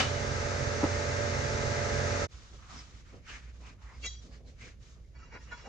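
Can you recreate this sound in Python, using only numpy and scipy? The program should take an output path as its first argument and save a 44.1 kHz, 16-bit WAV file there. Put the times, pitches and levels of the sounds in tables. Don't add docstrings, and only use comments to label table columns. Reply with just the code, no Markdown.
import sys
import numpy as np
from scipy import signal
from scipy.fft import rfft, irfft
from scipy.io import wavfile
from scipy.ndimage import map_coordinates

SR = 44100
rng = np.random.default_rng(int(sys.argv[2]) if len(sys.argv) > 2 else 0)


def attenuation_scalar(level_db):
    decades = np.asarray(level_db, float) / 20
    return 10 ** decades


def wav_out(sig):
    wavfile.write(sys.argv[1], SR, np.round(np.clip(np.atleast_2d(sig).T, -1, 1) * 32767).astype(np.int16))


N = 250488
T = np.arange(N) / SR
HZ = np.maximum(np.fft.rfftfreq(N, 1 / SR), 1)
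CUT_S = 2.272

# frequency in Hz, left-right likeness (1 = the same).
DRONE_LIKENESS = [(30, .99), (60, 0.95), (160, 0.9), (440, 0.6), (1200, .46), (3240, .34), (8790, 0.24)]
# frequency in Hz, radians the left port leads.
DRONE_TURN = [(0, 0), (340, -0.07), (950, 1.7), (1550, 1.5), (1810, -2.0), (2410, -0.7), (2840, -2),
              (3360, -3), (3620, -0.2), (4310, 0.0), (6460, -0.4), (7150, -0.2), (7750, 4.5), (8960, 5)]


def rms_one(x):
    return x / np.sqrt(np.mean(x ** 2) + 1e-20)


def at_hz(points):
    hz, value = np.transpose(points)
    return np.interp(np.log(HZ), np.log(hz), value)


def pan(db):
    sides = attenuation_scalar(np.array([[db / 2], [-db / 2]]))
    return rms_one(sides)


def drift(rate):
    knots = rng.standard_normal(size=600)
    coarse = T[::32]
    return np.interp(T, coarse, map_coordinates(knots, [coarse * rate], order=3, mode="wrap"))


def hump(hz, width_hz):
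    return 1 / (1 + ((HZ - hz) / (width_hz / 2)) ** 2)


def swell(s, spread):
    return np.exp(-.5 * ((T - s) / spread) ** 2)


def stereo_noise(gain, likeness=None, turn=((0, 0), (1, 0))):
    # frequency in Hz, left-right likeness.
    shop_likeness = [(30, .98), (60, 0.94), (160, 0.53), (440, 0.95), (1200, 0.13), (3240, 0.27),
                     (8790, 0.32)]
    # frequency in Hz, left over right in dB.
    balance = [(30, -.5), (60, -3), (160, -2.5), (440, 2), (1200, -2.5), (3240, 2), (8790, -2.5)]
    mid, side = rfft(rng.standard_normal((2, N)))
    alike = np.clip(at_hz(shop_likeness if likeness is None else likeness), -.5, 1)
    both = np.sqrt(1 + alike) * mid + np.sqrt(1 - alike) * side * [[1], [-1]]
    lead = np.interp(HZ, *np.transpose(turn))
    ports = attenuation_scalar(np.outer([.5, -.5], at_hz(balance))) * np.exp(1j * np.outer([.5, -.5], lead))
    return rms_one(irfft(both * gain * ports, N))


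def struck(modes, blows, beat, contact_gain=1.45, split_hz=18.0):
    a = max(int((blows[0][0] - .06) * SR), 0)
    b = min(int((blows[-1][0] + 0.42) * SR), N)
    out, t = np.zeros((2, N)), T[a:b]
    contact = np.array([attenuation_scalar(db) * swell(s, spread)[a:b] for s, db, spread, tilt_db in blows])
    spreads, tilts = np.array(blows)[:, 2:3], np.array(blows)[:, 3]
    force = contact / (spreads * SR * np.sqrt(2 * np.pi))
    w = 2 * np.pi * t
    for hz, db, t60 in modes:
        split, left, right, second, lean = rng.random(size=5)
        strength = attenuation_scalar(db + tilts * np.log2(hz / 2000) + 1.2 * rng.standard_normal(len(blows)))
        height = signal.lfilter([1], [1, -attenuation_scalar(-60 / (t60 * SR))], strength @ force)
        height += contact_gain * strength @ contact
        apart = (right - .5) * min(hz / 4000, .6) * np.array([[0], [1]])
        start = 2 * np.pi * (left + apart)
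        pair = np.sin(w * hz + start)
        pair = pair + beat * np.sin(w * (hz + split_hz + 30 * split) + 3 * start + 6 * second)
        flutter = attenuation_scalar(3.4 * drift(30)[a:b])
        out[:, a:b] += height * flutter * pan(6 * lean - 3) * pair
    return out


def noise_swells(rows, late_s=(0, .00008), scatter=0.43):
    mid, side = rfft(rng.standard_normal((2, N)))
    heard = (mid + scatter * side * [[1], [-1]]) * np.exp(-2j * np.pi * np.outer(late_s, HZ))
    out = np.zeros((2, N))
    for s, db, hz, width_hz, spread in rows:
        out += attenuation_scalar(db) * swell(s, spread) * rms_one(irfft(heard * hump(hz, width_hz), N))
    return out


def pushes(rows, slopes):
    rise, sag, fall = slopes
    s, hold, db = np.array(rows)[:, :3, None].transpose(1, 0, 2)
    t = T[::32] - s
    return attenuation_scalar(db + rise * np.minimum(t, 0) - sag * np.clip(t, 0, hold) - fall * np.maximum(t - hold, 0))


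def overlaid(gains):
    return np.interp(T, T[::32], np.sqrt(np.sum(gains ** 2, axis=0)))


def compressor():
    orders = [3, 4, 6, 10, 12, 17, 19, 20, 22, 23, 24, 26, 30, 31, 33, 37, 39, 41, 43, 44, 48, 50, 54, 64,
              69, 71, 72, 76, 83, 94]
    # level in dB, left over right in dB.
    order_levels = [(-53, -0.5), (-38.5, -2), (-47.5, -7.5), (-49, -7), (-52, -5.5), (-51, 1), (-51, -1),
                    (-46.5, -2), (-48.5, -5), (-53, -11), (-52, -1), (-41, -14), (-57, -9.5), (-49.5, -9),
                    (-61, 2), (-57.5, -10.5), (-57, 1), (-60, -4), (-57.5, -4), (-54.5, 1), (-55, 1),
                    (-56.5, -2.5), (-55.5, -6.5), (-55.5, 2.5), (-62.5, -3.5), (-55, 0.5), (-53, 2.5),
                    (-55.5, 1), (-63, 10.5), (-54, 8.5)]
    # pitch in Hz, width in Hz, level in dB, left over right in dB.
    casing_modes = [(60, 56, -43, -2), (121.2, 34, -40.5, -6.5), (240, 130, -53, -3), (332, 54, -52, 7),
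                    (419, 60, -49.5, 0), (561, 98, -46, -11.5), (835, 130, -49, -0.5),
                    (936, 240, -63, -4.5), (1300, 125, -46, 4), (1532, 140, -51, 3.5),
                    (1832, 130, -49.5, 1), (2037, 150, -52, -4)]
    # frequency in Hz, level in dB per Hz.
    air_colour = [(380, -38.5), (650, -2), (703, -19.5), (759, -18), (839, -12.5), (1130, -10.5),
                  (1280, -10), (2090, -7.5), (3150, -16), (6400, -11), (9240, -34.5), (12000, -63.5),
                  (20300, -120)]
    shaft_hz = 22.32
    body_db, hiss_db = 0.32, -40
    climb_db_per_s = 0.98
    duck_db, duck_s = 1, 0.068
    duck = duck_db * T / duck_s * np.exp(1 - T / duck_s)
    load = attenuation_scalar(climb_db_per_s * T - duck) * np.clip((CUT_S - T) / 0.032, 0, 1)

    lines = np.zeros((2, N))
    for k, (db, pan_db), (start, apart) in zip(orders, order_levels, rng.random((len(orders), 2))):
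        phase = 2 * np.pi * (k * shaft_hz * T + start) + .5 * drift(9) * (1 + k / 40)
        offset = (apart - .5) * min(k / 8, 6) * np.array([[.5], [-.5]])
        level = attenuation_scalar(db + 1.24 * drift(13.74)) * np.sqrt(2)
        lines += level * pan(pan_db) * np.sin(phase + offset)

    power = sum((attenuation_scalar(db) * pan(pan_db) * hump(hz, width_hz)) ** 2 / width_hz
                for hz, width_hz, db, pan_db in casing_modes)
    casing = stereo_noise(np.sqrt(power), DRONE_LIKENESS, DRONE_TURN)
    casing *= np.sqrt(sum(attenuation_scalar(row[2]) ** 2 for row in casing_modes))

    turns = 2 * np.pi * shaft_hz * T
    throb = 1 + 0.037 * np.sin(turns) + 0.03 * np.sin(3 * turns)
    hiss = throb * stereo_noise(attenuation_scalar(at_hz(air_colour)), DRONE_LIKENESS, DRONE_TURN)
    return load * (attenuation_scalar(body_db) * (lines + casing) + attenuation_scalar(hiss_db) * hiss)


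def bang():
    # frequency in Hz, level in dB per Hz.
    crash_colour = [(88, -30), (150, -3.5), (355, -10), (799, -4.5), (949, -11), (1290, -5), (1710, -11),
                    (3230, -10), (6430, -16), (9240, -31.5), (12000, -64), (20300, -120)]
    # pitch in Hz, level in dB, t60 in seconds.
    ring_modes = [(746, -7, .15), (855, -7, .1), (1060, -2, .1), (1295, 4, 0.16), (1915, -5.5, 0.22),
                  (2150, -7, 0.22), (2300, -8, .1), (2415, -9.5, .3), (2730, -15, .15), (2960, -3, 0.5),
                  (3150, -4, .12), (3650, -5, 0.28), (4690, -9, .12), (5125, -14, .2)]
    t = np.minimum(T, 1)
    decay = attenuation_scalar(-26 - 60 * t / 0.16) + attenuation_scalar(-34 - 60 * t / 0.8)
    crash = decay * stereo_noise(attenuation_scalar(at_hz(crash_colour)), DRONE_LIKENESS, DRONE_TURN)
    return crash + struck(ring_modes, [(.004, -34.5, 0.0048, 0.0072)], beat=0.31)


def dropped_part(blow, beat):
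    # pitch in Hz, level in dB, t60 in seconds.
    part_modes = [(222, -5, .05), (285, -0.5, 0.035), (409, -4.5, 0.046), (548, -11, 0.06),
                  (644, -12, 0.05), (830, -15.5, .03), (968, -15, .04), (1290, -12, .04)]
    return struck(part_modes, [blow], beat)


def loud_top_cut(x):
    return signal.sosfilt(signal.ellip(6, 1, 60, 9030, fs=SR, output="sos"), x)


def cracks():
    # moment in seconds, level in dB, pitch in Hz, width in Hz, spread in seconds.
    edges = [
        (0.84, -78, 10500, 4000, 0.012),
        (0, -58.5, 11000, 1500, 0.0074),
        (0, -60, 11500, 2000, .002),
    ]
    return noise_swells(edges)


def wheel_rim():
    # pitch in Hz, level in dB, t60 in seconds.
    rim_modes = [(460, -14, 0.2), (511, -12, .2), (642, -13, 0.26), (880, -7, 0.27), (958, -5, 0.35),
                 (1125, -9, 0.3), (1290, -8, 0.24), (1436, -4.5, .25), (1556, -5.5, 0.14), (1722, -3, 0.22),
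                 (1860, -5, 0.15), (1960, -6, .12), (2260, -4.5, 0.19), (2400, -6.5, .15), (2650, -14, .2),
                 (2750, -9, 0.45), (2840, -12, .5), (3345, -14, 0.7), (3925, -13, .7), (4245, -18, .6),
                 (4525, -19, .7), (4665, -16, 0.7), (5097, -16, .7), (5345, -17, 0.7), (5405, -17, 0.7),
                 (5500, -17, .6), (5712, -15, 0.6), (5835, -17, .6), (6270, -15, 0.8), (6675, -16, .7),
                 (6755, -18, 0.7), (7200, -22, 0.6), (7288, -20, .6), (8820, -35, .2)]
    # moment in seconds, level in dB, spread in seconds, tilt in dB per octave.
    knocks = [
        (5.16, -72.5, 0.0091, -1),
        (5.232, -71.5, 0.031, 2),
        (5.346, -61, 0.019, -3),
        (5.43, -78, 0.018, 5),
        (5.526, -59, 0.0091, -1.5),
        (5.589, -71.5, 0.018, 3),
        (5.661, -65, 0.008, 0),
    ]
    return struck(rim_modes, knocks, beat=0.67)


def steel_tool():
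    # pitch in Hz, level in dB, t60 in seconds.
    tool_modes = [(1435, -13.5, 0.07), (2000, -7, 0.1), (2285, -2, 0.086), (2370, -16, .08),
                  (2730, -4.5, 0.07), (3285, -0.5, 0.38), (3925, -2.5, 0.46), (4410, -7, 0.3),
                  (4470, -5, .2), (4670, -19, 0.9), (5095, -15, .2), (5518, -10, 0.36), (5850, -7, 0.36),
                  (6290, -8.5, 0.3), (6655, 2, 0.13), (6760, -9, 0.3), (7040, -21, .1), (7250, -15, 0.52),
                  (7660, -21, 0.15), (7920, -26, .08), (8230, -28, .07), (8850, -25, 0.12),
                  (9300, -28, .07)]
    # moment in seconds, level in dB, spread in seconds, tilt in dB per octave.
    clinks = [
        (4.043, -56, 0.0087, -2),
        (4.062, -50, 0.0051, 1.5),
    ]
    damped_s = 4.18
    hand = attenuation_scalar(-170 * np.maximum(T - damped_s, 0))
    return hand * struck(tool_modes, clinks, beat=1.0, split_hz=34.0)


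def single_modes():
    # moment in seconds, pitch in Hz, level in dB, t60 in seconds.
    chinks = [(4.048, 2730, -50, .08), (4.04, 6667, -58, .1), (4.058, 6667, -51, .09),
              (4.13, 6690, -61, .12), (4.09, 5512, -56, .15), (4.185, 5865, -68, .1),
              (4.075, 1991, -57, .06), (4.07, 3916, -48, .14), (4.11, 5840, -58, .15),
              (4.13, 6291, -61, .15), (4.16, 4670, -67, .15), (4.23, 3895, -73, .1),
              (5.24, 6285, -77, 0.33), (5.265, 3935, -75, .2), (5.335, 3924, -74, .12),
              (5.36, 1718, -60, .08), (5.36, 960, -60, .08), (5.39, 5098, -74, .12), (5.41, 1857, -69, .1),
              (5.45, 5478, -76, .1), (5.46, 2714, -74, .1), (5.535, 959, -61, .25), (5.56, 4242, -74, .1),
              (5.57, 5097, -73, .1), (5.55, 5717, -72, .2), (5.57, 6281, -73, .2), (5.645, 410, -62, .08),
              (5.165, 2285, -67.5, .2), (5.165, 4530, -76, 0.55), (5.228, 1303, -67, .1),
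              (5.225, 1785, -70, .12), (5.225, 5096, -78, .2), (5.255, 2750, -68, .2),
              (5.29, 4500, -79, 0.22), (5.34, 5709, -66.5, .13), (5.445, 5832, -71, .2),
              (5.5, 2845, -69, .6), (5.528, 1447, -50, .12), (5.528, 1780, -56, .1), (5.53, 2146, -59, .1),
              (5.535, 3375, -65, 0.44), (5.525, 4032, -70, .25), (5.56, 7283, -76, .4),
              (5.565, 2370, -65, .15), (5.58, 4682, -73, .3), (5.62, 5342, -65, .6),
              (5.655, 2830, -65.5, .3), (5.665, 790, -60, .1), (5.665, 1463, -64, .1)]
    out = np.zeros((2, N))
    for s, hz, db, t60 in chinks:
        out += struck([(hz, db, t60)], [(s, 3.0, 0.01, 0)], beat=.6, contact_gain=0.67)
    return out


def thuds():
    # moment in seconds, level in dB, pitch in Hz, width in Hz, spread in seconds.
    falls = [(0.841, -40, 200, 161, 0.0077), (0.84, -42, 1300, 1200, 0.007), (.842, -34, 600, 880, 0.022),
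             (2.76, -54, 220, 130, 0.027), (1.45, -45, 310, 80, .02), (1.72, -45, 200, 80, 0.015),
             (1.92, -45, 200, 76, 0.036), (.849, -51, 3000, 1200, .004), (3.635, -62, 930, 300, 0.02),
             (2.72, -65, 680, 150, 0.02), (3.15, -57, 320, 350, 0.011), (4.044, -47.5, 2290, 500, 0.0062),
             (4.054, -55, 1400, 760, 0.011), (4.056, -53.5, 420, 510, 0.016),
             (4.059, -56, 5500, 1500, 0.019), (4.06, -57, 3900, 1200, .02), (4.11, -68, 4400, 4000, 0.037),
             (5.355, -57, 1660, 800, 0.021), (5.335, -59, 2270, 410, 0.013),
             (5.368, -57.5, 2250, 500, 0.011), (5.353, -59, 950, 600, 0.019),
             (5.356, -52.5, 400, 350, 0.01), (5.529, -58, 1300, 1200, 0.017),
             (5.531, -57, 2200, 1600, 0.0097), (5.665, -53.5, 540, 660, 0.024)]
    return noise_swells(falls)


def tread_rubs():
    # moment in seconds, level in dB, pitch in Hz, width in Hz, spread in seconds.
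    squeaks = [(2.64, -67, 1300, 500, .03), (2.71, -63, 1150, 400, .012), (2.77, -61, 1150, 400, .015),
               (2.79, -53, 5300, 900, .022), (2.78, -66, 2110, 500, .03), (3.28, -61, 1500, 600, .012),
               (3.305, -52, 2840, 600, .016), (3.31, -57, 1660, 300, 0.021), (3.3, -65, 4700, 700, .012),
               (3.355, -51.5, 2000, 800, .016), (3.36, -64, 6000, 700, 0.014), (3.45, -67, 1700, 500, .02),
               (3.68, -61, 1050, 400, 0.019), (3.675, -59.5, 2400, 700, .03), (3.86, -66, 1000, 400, 0.036),
               (3.89, -62, 1910, 599, 0.024), (3.93, -61, 1000, 500, 0.019), (3.96, -64, 2050, 500, .02),
               (3.96, -69, 5000, 600, .02), (4.34, -66.5, 4640, 800, 0.027), (4.48, -69, 4200, 700, .015),
               (4.62, -59, 2198, 500, .015), (4.66, -57, 2270, 700, .025), (4.91, -71, 6500, 900, 0.037),
               (5.06, -76, 2150, 200, 0.014)]
    return noise_swells(squeaks, late_s=(0.00003, 0))


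def rolling_wheel():
    # start in seconds, hold in seconds, scuff level in dB,
    # tread growl in dB over the scuff, grit in dB over the scuff.
    drag_rows = [(2.323, 0.27, -64, -1.5, 4), (2.63, 0.063, -65, 4, 0.5), (2.71, 0.1, -58.5, 1.5, 4),
                 (2.812, 0.19, -64.5, -2.5, 2.5), (3.064, .11, -65, -3, -1.5),
                 (3.289, 0.074, -51.5, -7.5, -3), (3.43, 0.066, -64, -6, -2.5),
                 (3.547, .02, -68.5, -5, 0.5), (3.61, .03, -68.5, 1, 3.5), (3.667, 0.028, -59.5, 0.5, -1),
                 (3.824, 0.16, -65, 0, -1.5), (4.02, 0.13, -65, -7, 6.5), (4.228, 0.035, -70, -0.5, 8),
                 (4.332, 0.027, -64, -5, -0.5), (4.483, 0.015, -67, -15, 3.5),
                 (4.616, 0.067, -57, -6.5, -1), (4.827, 0.1, -69.5, -4, 4.5), (4.964, 0.016, -74.5, 3.5, 0),
                 (5.017, 0.12, -80, -15, 4), (5.18, 0.24, -68, -1, -8), (5.42, .02, -66, -7, 0.5),
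                 (5.484, 0.22, -62, 0, -4), (5.59, .02, -66, -7, 1)]
    # start in seconds, hold in seconds, level in dB.
    rocks = [(2.33, 0.15, -67.5), (2.53, 0.034, -60), (2.74, 0.034, -60.5), (2.82, 0.19, -65.5),
             (3.147, 0.0042, -52.5), (3.3, 0.073, -60), (3.42, 0.086, -70), (3.6, 0.02, -60.5),
             (3.68, 0.064, -63.5), (3.92, 0.11, -66), (4.24, 0.22, -60), (4.48, 0.016, -59.5),
             (4.62, 0.055, -59), (4.8, 0.055, -75), (4.975, 0.0095, -67), (5.17, .27, -65), (5.5, .02, -57),
             (5.58, 0.028, -64), (5.66, .03, -59)]
    # frequency in Hz, level in dB per Hz.
    rumble_colour = [(53, -53), (90, -7), (113, -5.5), (243, -2.5), (343, -10.5), (491, -8), (786, -17),
                     (900, -26), (1170, -28), (1980, -120)]
    growl_colour = [(500, -27), (700, -10), (950, -5.5), (1250, -0.5), (1500, -6.5), (2000, -28),
                    (4000, -83)]
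    scuff_colour = [(900, -27), (1300, -7), (1550, -1.5), (2250, -1), (3000, -7), (3400, -22), (5000, -44),
                    (9000, -86)]
    grit_colour = [(2000, -26), (2900, -6), (3600, -2), (4200, -4), (5000, -4), (6200, -3), (7200, -7),
                   (8000, -17), (9300, -24.5), (12000, -64)]
    # frequency in Hz, radians the left port leads.
    wheel_turn = [(0, 0), (600, -0.1), (1700, -1.4), (2200, 0), (3000, -1), (3500, -2.5), (4000, -5.5),
                  (5000, -5.8), (6000, -8.5), (7000, -4.5), (9000, -7.5)]
    slopes = (350, 8.9, 230)   # rise, sag, fall in dB per s
    drags = pushes(drag_rows, slopes)
    growl, grit = attenuation_scalar(np.array(drag_rows).T[3:, :, None])
    layers = [(pushes(rocks, slopes), rumble_colour, 2.0),
              (drags * growl, growl_colour, 2.0),
              (drags, scuff_colour, 1.4),
              (drags * grit, grit_colour, 0.67)]
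    out = np.zeros((2, N))
    for gains, colour, grain_db in layers:
        grains = attenuation_scalar(grain_db * drift(90))
        out += overlaid(gains) * grains * stereo_noise(attenuation_scalar(at_hz(colour)), turn=wheel_turn)
    return out


def far_hum():
    # start in seconds, hold in seconds, level in dB, pitch in Hz.
    swells = [(2.345, .02, -46.5, 60.0), (2.51, 0.095, -52, 59), (2.76, 0.1, -50.5, 60.6),
              (2.928, 0.21, -52.5, 55.6), (3.335, .02, -53.5, 59.5), (3.448, .22, -48, 60.0),
              (3.844, 0.0097, -45.5, 60.0), (3.982, 0.26, -46.5, 60.0), (4.3, 0.21, -52, 56.4),
              (4.582, .14, -52, 57.86), (4.797, 0.22, -54.5, 60.74), (5.066, 0.35, -52, 59.05),
              (5.43, 0.1, -51, 57.9), (5.625, .06, -51, 57.8)]
    s, hold, _, pitch_hz = np.transpose(swells)
    hum_hz = np.interp(T, s + hold / 2, pitch_hz)
    level = overlaid(pushes(swells, (310, 15, 350))) * attenuation_scalar(4)
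    tone = np.sin(2 * np.pi * np.cumsum(hum_hz) / SR + 0.27 * drift(22))
    return level * pan(-2.5) * tone + attenuation_scalar(-55.5) * stereo_noise(hump(52, 59))


def room_floor():
    # frequency in Hz, level in dB per Hz.
    floor_colour = [(41, -37), (70, -2.5), (114, -2), (293, -20), (551, -23.5), (882, -37), (1060, -37),
                    (1530, -42), (4520, -52), (4900, -46), (7850, -63), (9240, -66.5), (12000, -94),
                    (20300, -120)]
    airy = attenuation_scalar(-92) * stereo_noise(hump(10900, 4100), DRONE_LIKENESS)
    return attenuation_scalar(-58) * stereo_noise(attenuation_scalar(at_hz(floor_colour))) + airy


def shop():
    return np.clip((T - CUT_S) / 0.029, 0, 1) * (rolling_wheel() + far_hum() + room_floor())


def dipping_top(x):
    # moment in seconds, spread in seconds, share lost (1 = all).
    dips = [
        (4.143, .06, 1),
        (5.26, 0.092, 0.42),
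        (5.57, 0.05, 0.45),
    ]
    kept = np.ones(N)
    for s, spread, lost in dips:
        flat_dip = swell(s, spread) ** ((T - s) / spread) ** 2
        kept *= 1 - min(lost, 1) * flat_dip
    top = irfft(rfft(x) * (HZ > 7850), N)
    return x - (1 - kept) * top


def scene():
    landing = dropped_part((.84, -27.5, 0.0043, 0.0042), beat=0.39)
    second_landing = dropped_part((3.149, -59.0, 0.0064, 1.7), beat=.35)
    loud = loud_top_cut(compressor() + bang() + landing) + cracks()
    steel = wheel_rim() + steel_tool() + single_modes() + second_landing
    return loud + steel + dipping_top(thuds() + tread_rubs() + shop())


def low_pass(x):
    return signal.sosfilt(signal.butter(12, 12700, fs=SR, output="sos"), x)


def record(dry):
    ports = signal.sosfilt(signal.butter(4, 27.0, "high", fs=SR, output="sos"), dry)
    return low_pass(ports)


dry = scene()
out = record(dry)
wav_out(out)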